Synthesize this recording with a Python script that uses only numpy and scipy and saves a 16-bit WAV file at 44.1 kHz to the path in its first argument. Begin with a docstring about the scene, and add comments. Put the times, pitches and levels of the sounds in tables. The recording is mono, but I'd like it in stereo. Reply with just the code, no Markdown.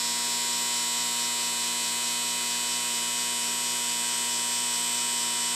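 """On a table, an electric football board buzzes, heard from close above.
A mains vibrator slaps the metal sheet 120 times a second; the sheet rings in harmonics and chatters
at its loose contacts. A plastic figure creeps over it, rocking at nearly half the buzz rate, so its
prongs rasp in slow surges. Underneath lies a bed of faint hum, thin fizz and a metallic wash."""
import sys
import numpy as np
from scipy import signal
from scipy.fft import rfft, irfft, next_fast_len
from scipy.io import wavfile
from scipy.ndimage import map_coordinates

SR = 44100
rng = np.random.default_rng(int(sys.argv[2]) if len(sys.argv) > 2 else 0)


def put_to_file(sound):
    """Save the sound as 16-bit audio at rate SR, in the file named by the first command-line argument."""
    columns = np.atleast_2d(sound).T  # one column per channel
    safe = np.clip(columns, -1, 1)
    whole_steps = np.round(safe * 32767)
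    wavfile.write(sys.argv[1], SR, whole_steps.astype(np.int16))


N = 244739
BUZZ_HZ = 119.983  # strokes a second, twice the mains

# colour of the sheet's diffuse ringing: f/Hz, level/dB per Hz before the trim
WASH_COLOUR = [(30, -107), (90, -116), (150, -88), (280, -82.5), (390, -76.5), (500, -84.5), (1000, -81),
               (1550, -75.5), (2100, -77.5), (2400, -75), (3600, -75.5), (4200, -81), (6500, -77),
               (9500, -57.5)]
# pace of the figure's rocking as it slips against the buzz: t/s, surge rate/Hz
SURGE_RATE = [(0, 4.128), (1.9, 4.779), (3.1, 4.151), (4.7, 4.773), (5.5, 3.941)]
# rocking tones just off odd mains harmonics: mains multiple, side (-1 below, +1 above), level/dB rms
ROCKING_TONES = [(3, -1, -66.5), (3, 1, -62), (5, -1, -67), (5, 1, -68.5), (9, 1, -67.5), (11, -1, -71),
                 (21, -1, -66)]
# colour of the prongs' rasp: f/Hz, relative level/dB
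RASP_COLOUR = [(1500, -24), (3000, -10.5), (4100, -8.5), (4700, -2), (5700, 0.5), (6050, -1), (6350, -12),
               (7500, -3.5), (10000, -43)]
# contacts in every stroke: onset/cycles, f/Hz, half-width/Hz, relative level/dB, decay/cycles
CONTACTS = [(.16, 13900, 1300, 0, .08), (.18, 7600, 600, -3, .13), (.23, 3500, 500, -4, .08),
            (.53, 10200, 1400, -2, .09), (.54, 8200, 700, 3, .11), (.58, 3500, 500, -4, .09),
            (.72, 10400, 1000, -5, .08), (.78, 7800, 600, -3, .1)]
# slow spells of play in the contacts: t/s, looseness/dB
LOOSE_SPELLS = [(0.0, -1.0), (0.2, -5.0), (0.46, 8), (0.85, -1), (1.5, -10), (2.2, -3), (2.5, -9),
                (2.65, 4.0), (3.4, -8), (4.0, 2), (4.4, -4.0), (4.95, 10), (5.55, 2)]
# colour of the contacts' chatter: f/Hz, base level/dB per harmonic
CHATTER_COLOUR = [(3000, -64), (4200, -56), (5200, -56.5), (6400, -65), (7200, -46.5), (7600, -49),
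                  (8150, -45), (8900, -72), (9600, -70), (10500, -63), (11800, -67), (12800, -69),
                  (13700, -59), (14800, -67.5)]
# body of the buzz, as the sheet radiates it: buzz multiple, mean level/dB rms
BUZZ_HARMONICS = [(1, -60), (2, -48.5), (3, -57.0), (4, -55.5), (5, -56.5), (6, -55), (7, -61), (8, -42),
                  (9, -48.0), (10, -61), (11, -60), (12, -62.5), (13, -56.5), (14, -61.5), (15, -55.5),
                  (16, -51.5), (17, -49.0), (18, -55.5), (19, -57), (20, -50), (21, -46.5), (22, -52.5),
                  (23, -55), (24, -58), (25, -42.0), (26, -49), (27, -53), (28, -46.5), (29, -49),
                  (30, -47.5), (31, -46.5), (32, -59), (33, -43), (34, -59.5), (35, -61), (36, -44),
                  (37, -47.5), (38, -54.5), (39, -50), (40, -67), (41, -48), (42, -51.5), (43, -48),
                  (44, -47), (45, -49.5), (46, -58), (47, -48), (48, -52), (49, -50), (50, -50.5),
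                  (51, -73), (52, -67), (53, -49.5), (54, -54.5), (55, -52), (56, -47), (57, -51.5),
                  (58, -44.5), (59, -55), (60, -63), (61, -45.5), (62, -45.5), (63, -50.5), (64, -38),
                  (65, -44.5), (66, -52.5), (67, -38), (68, -48), (69, -41), (70, -45.0), (71, -56),
                  (72, -45)]
# its weaker top end: f/Hz, mean level/dB per harmonic
BUZZ_TREBLE = [(8800, -77), (9500, -66.5), (10400, -56), (11400, -61), (12100, -58), (12800, -68),
               (13600, -66), (14400, -63), (15200, -79)]
# sheet resonances that swell or fade as the listener leaves midfield with the figure:
# f/Hz, half-width/Hz, change/dB, settling time/s
RESONANCES = [(3020, 110, 8.5, 0.8), (4100, 320, -8.5, 7.5), (5160, 190, -6, 0.58), (6900, 220, -4, 0.8),
              (7660, 120, 0, 0.73), (8340, 310, 5, 2.5), (11600, 180, 0, .8)]


def from_db(db):
    """Decibels to gain."""
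    return 10 ** (np.asarray(db) / 20)


def at_hz(points, hz):
    """Read an EQ curve on a log-frequency axis."""
    f, level = np.transpose(points)
    return np.interp(np.log(np.maximum(hz, 1)), np.log(f), level)


def band(hz, centre, half_width):
    """A flat-topped bell, 1 at its centre."""
    return 1 / (1 + ((hz - centre) / half_width) ** 4)


def coloured(x, spectrum):
    """EQ white noise of rms 1 to a spectrum in dB per Hz."""
    size = next_fast_len(N)
    hz = np.fft.rfftfreq(size, 1 / SR)
    return irfft(rfft(x, size) * from_db(at_hz(spectrum, hz)) * np.sqrt(SR / 2), size)[:N]


def drift(shape, rate_hz):
    """Smooth complex random modulation of power 1, one row a stroke."""
    hz = np.fft.fftfreq(shape[0], 1 / BUZZ_HZ)[:, None]
    white = rng.standard_normal(shape) + 1j * rng.standard_normal(shape)
    slow = np.fft.ifft(white / (1 + (hz / rate_hz) ** 2), axis=0)
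    return slow / np.sqrt(np.mean(abs(slow) ** 2))


def linger(x, memory):
    """Each stroke takes after the last, or opposes it if memory is negative; the power stays."""
    return signal.lfilter([np.sqrt(1 - memory ** 2)], [1, -memory], x, axis=-2)


def play_strokes(harmonics, t, size=4096):
    """Play one wavetable a stroke at the buzz rate, each crossfading into the next."""
    waves = irfft(np.pad(harmonics, ((0, 0), (1, 0))), size) * size / np.sqrt(2)
    waves = np.hstack([waves, waves[:, :1]])
    cycles = t * BUZZ_HZ
    return map_coordinates(waves, [cycles, cycles % 1 * size], order=1, mode="nearest")


def coil_hum(t, level_db=-84):
    """The coil hums faintly at the mains pitch, an octave under the buzz."""
    return np.sqrt(2) * from_db(level_db) * np.sin(np.pi * BUZZ_HZ * t)


def fizz(level_db=-49):
    """The highest modes and the room lay a thin, even fizz between the ticks."""
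    air = coloured(rng.standard_normal(N), [(6000, -25), (10000, 9), (11500, 11), (14500, -7), (15500, -14)])
    return from_db(level_db) * air / np.std(air)


def sheet_wash(trim_db=-0.5, ripple_db=3.0, spacing_hz=25, count=900):
    """Irregular knocks keep the sheet's close modes ringing unevenly; the highest die at once."""
    size = next_fast_len(N)
    hz = np.fft.rfftfreq(size, 1 / SR)
    modes = from_db(np.interp(hz, spacing_hz * np.arange(count), ripple_db * rng.standard_normal(count)))
    damping = 1 / (1 + (hz / 7000) ** 8)
    ringing = irfft(rfft(rng.standard_normal(size)) * modes * damping, size)[:N]
    return from_db(trim_db) * coloured(ringing, WASH_COLOUR)


def surge_count(t, first_s=.068):
    """The figure's surges gone by: a whole number at the crest of each."""
    grid = np.arange(-SR, N + SR, 100) / SR
    turns = np.cumsum(np.interp(grid, *np.transpose(SURGE_RATE))) * (grid[1] - grid[0])
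    return np.interp(t, grid, turns) - np.interp(first_s, grid, turns)


def figure_rocking(t, lag_s=0.043):
    """The rocking slips against the buzz by one beat per surge, so its low tones throb."""
    beats = surge_count(t - lag_s)
    tones = [from_db(db) * np.sin(np.pi * (multiple * BUZZ_HZ * t + side * beats))
             for multiple, side, db in ROCKING_TONES]
    return np.sqrt(2) * sum(tones)


def prong_rasp(t, rest_db=-48, surge_db=-39.5, spread_db=0.5, half_length_s=0.056, depth=0.96):
    """The figure's prongs bounce three times a stroke and rasp harder at each surge."""
    turns = surge_count(t)
    nearest = np.round(turns).astype(int)
    from_crest_s = (turns - nearest) / np.interp(t, *np.transpose(SURGE_RATE))
    crest_db = surge_db - spread_db * rng.standard_normal(nearest.max() + 1)
    surges = from_db(crest_db[nearest]) * np.exp(-(from_crest_s / half_length_s) ** 2)
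    bounces = 1 + depth * np.cos(2 * np.pi * 3 * (BUZZ_HZ * t - .1))
    rasp = coloured(rng.standard_normal(N) * bounces, RASP_COLOUR)
    return (from_db(rest_db) + surges) * rasp / np.std(rasp)


def looseness(when, rocking_db=0.3, lead_s=0.098, flutter_db=1.5):
    """Play in the contacts, in dB: slow spells, a lift ahead of each surge and a random flutter."""
    rocked = np.cos(2 * np.pi * surge_count(when + lead_s))
    flutter = np.sqrt(2) * drift((len(when), 1), rate_hz=8.1).real[:, 0]
    return np.interp(when, *np.transpose(LOOSE_SPELLS)) + rocking_db * rocked + flutter_db * flutter


def contact_ticks(hz, count, tail_db, body_db, size=512):
    """Harmonics of count strokes, by contact: each rings briefly in its own band."""
    cycle = np.arange(size) / size
    envelopes = [np.exp(-((cycle - onset) % 1) / decay) + from_db(tail_db) for onset, *_, decay in CONTACTS]
    gains = [from_db(db) * band(hz, centre, width) for _, centre, width, db, _ in CONTACTS]
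    # one more layer: the sheet's long ring
    envelopes.append(np.ones(size))
    gains.append(from_db(body_db) / (1 + hz / 4000))
    ticks, power = [], 0
    for gain, envelope in zip(gains, envelopes):
        burst = rng.standard_normal((count, size)) * envelope
        ticks.append(gain * rfft(burst)[:, 1:len(hz) + 1])
        power += gain ** 2 * np.sum(envelope ** 2)
    return np.array(ticks) / np.sqrt(power)


def contact_chatter(hz, loose_db, alternation=0.91, trim_db=-1, low_cut_hz=3200):
    """The hard, bright contacts grate most when loose, the grit alternating from stroke to stroke."""
    ticks = contact_ticks(hz, len(loose_db), tail_db=-26, body_db=-22).sum(axis=0)
    sensitivity = np.interp(hz, [3500, 7500, 11000, 13000], [.2, .6, .6, .2])
    level_db = at_hz(CHATTER_COLOUR, hz) + trim_db + loose_db * sensitivity
    return linger(ticks, -alternation) * from_db(level_db) / (1 + (low_cut_hz / hz) ** 4)


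def sheet_ring(hz, loose_db, slip_s=5e-6, force_swing=0.074, wander=0.68):
    """Every stroke rings the same harmonics, each of mean power 1; loose landings roughen them."""
    strokes = len(loose_db)
    play = from_db(loose_db / 2)
    # timing slips of microseconds blur the high harmonics and leave the low ones pure
    ticks = contact_ticks(hz, count=1, tail_db=-28, body_db=-19)
    slip = slip_s * play * linger(rng.standard_normal((len(ticks), strokes, 1)), memory=.35)
    landed = (ticks * np.exp(-2j * np.pi * hz * slip)).sum(axis=0)
    ring = np.exp(1j * np.angle(landed))
    # the loosest contact, near 8 kHz, follows a hard landing with a soft one
    force = force_swing * play * np.diff(rng.standard_normal((strokes + 1, 1)), axis=0)
    ring *= 1 + force * band(hz, 8000, 900)
    # moving over the sheet shifts the balance of the short waves most
    moving = drift(ring.shape, rate_hz=0.2)
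    ring *= 1 + wander * hz / (hz + 5000) * (moving - moving.mean(axis=0))
    return ring / np.sqrt(np.mean(abs(ring) ** 2, axis=0))


def sheet_buzz(t, scatter_db=3.5, count=128):
    """The vibrator slaps the sheet: a pitched ring with shifting resonances, and chatter on top."""
    hz = BUZZ_HZ * np.arange(1, count + 1)
    when = np.arange(int(t[-1] * BUZZ_HZ) + 2) / BUZZ_HZ
    level_db = at_hz(BUZZ_TREBLE, hz) + scatter_db * rng.standard_normal(count)
    level_db[:len(BUZZ_HARMONICS)] = np.array(BUZZ_HARMONICS)[:, 1]
    for centre, width, change_db, settling_s in RESONANCES:
        settled = 1 - np.exp(-when[:, None] / settling_s)
        level_db = level_db + change_db * (settled - settled.mean()) * band(hz, centre, width)
    loose_db = looseness(when)[:, None]
    ring = from_db(level_db) * sheet_ring(hz, loose_db)
    return play_strokes(ring + contact_chatter(hz, loose_db), t)


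def scene():
    """The whole board sits dead centre."""
    t = np.arange(N) / SR
    board = sheet_buzz(t) + sheet_wash() + prong_rasp(t) + figure_rocking(t) + coil_hum(t) + fizz()
    return np.array([board, board])


def record(dry):
    """A steep high cut at 15.1 kHz."""
    return signal.sosfilt(signal.ellip(8, .2, 80, 15100, fs=SR, output="sos"), dry)


dry = scene()
out = record(dry)
put_to_file(out)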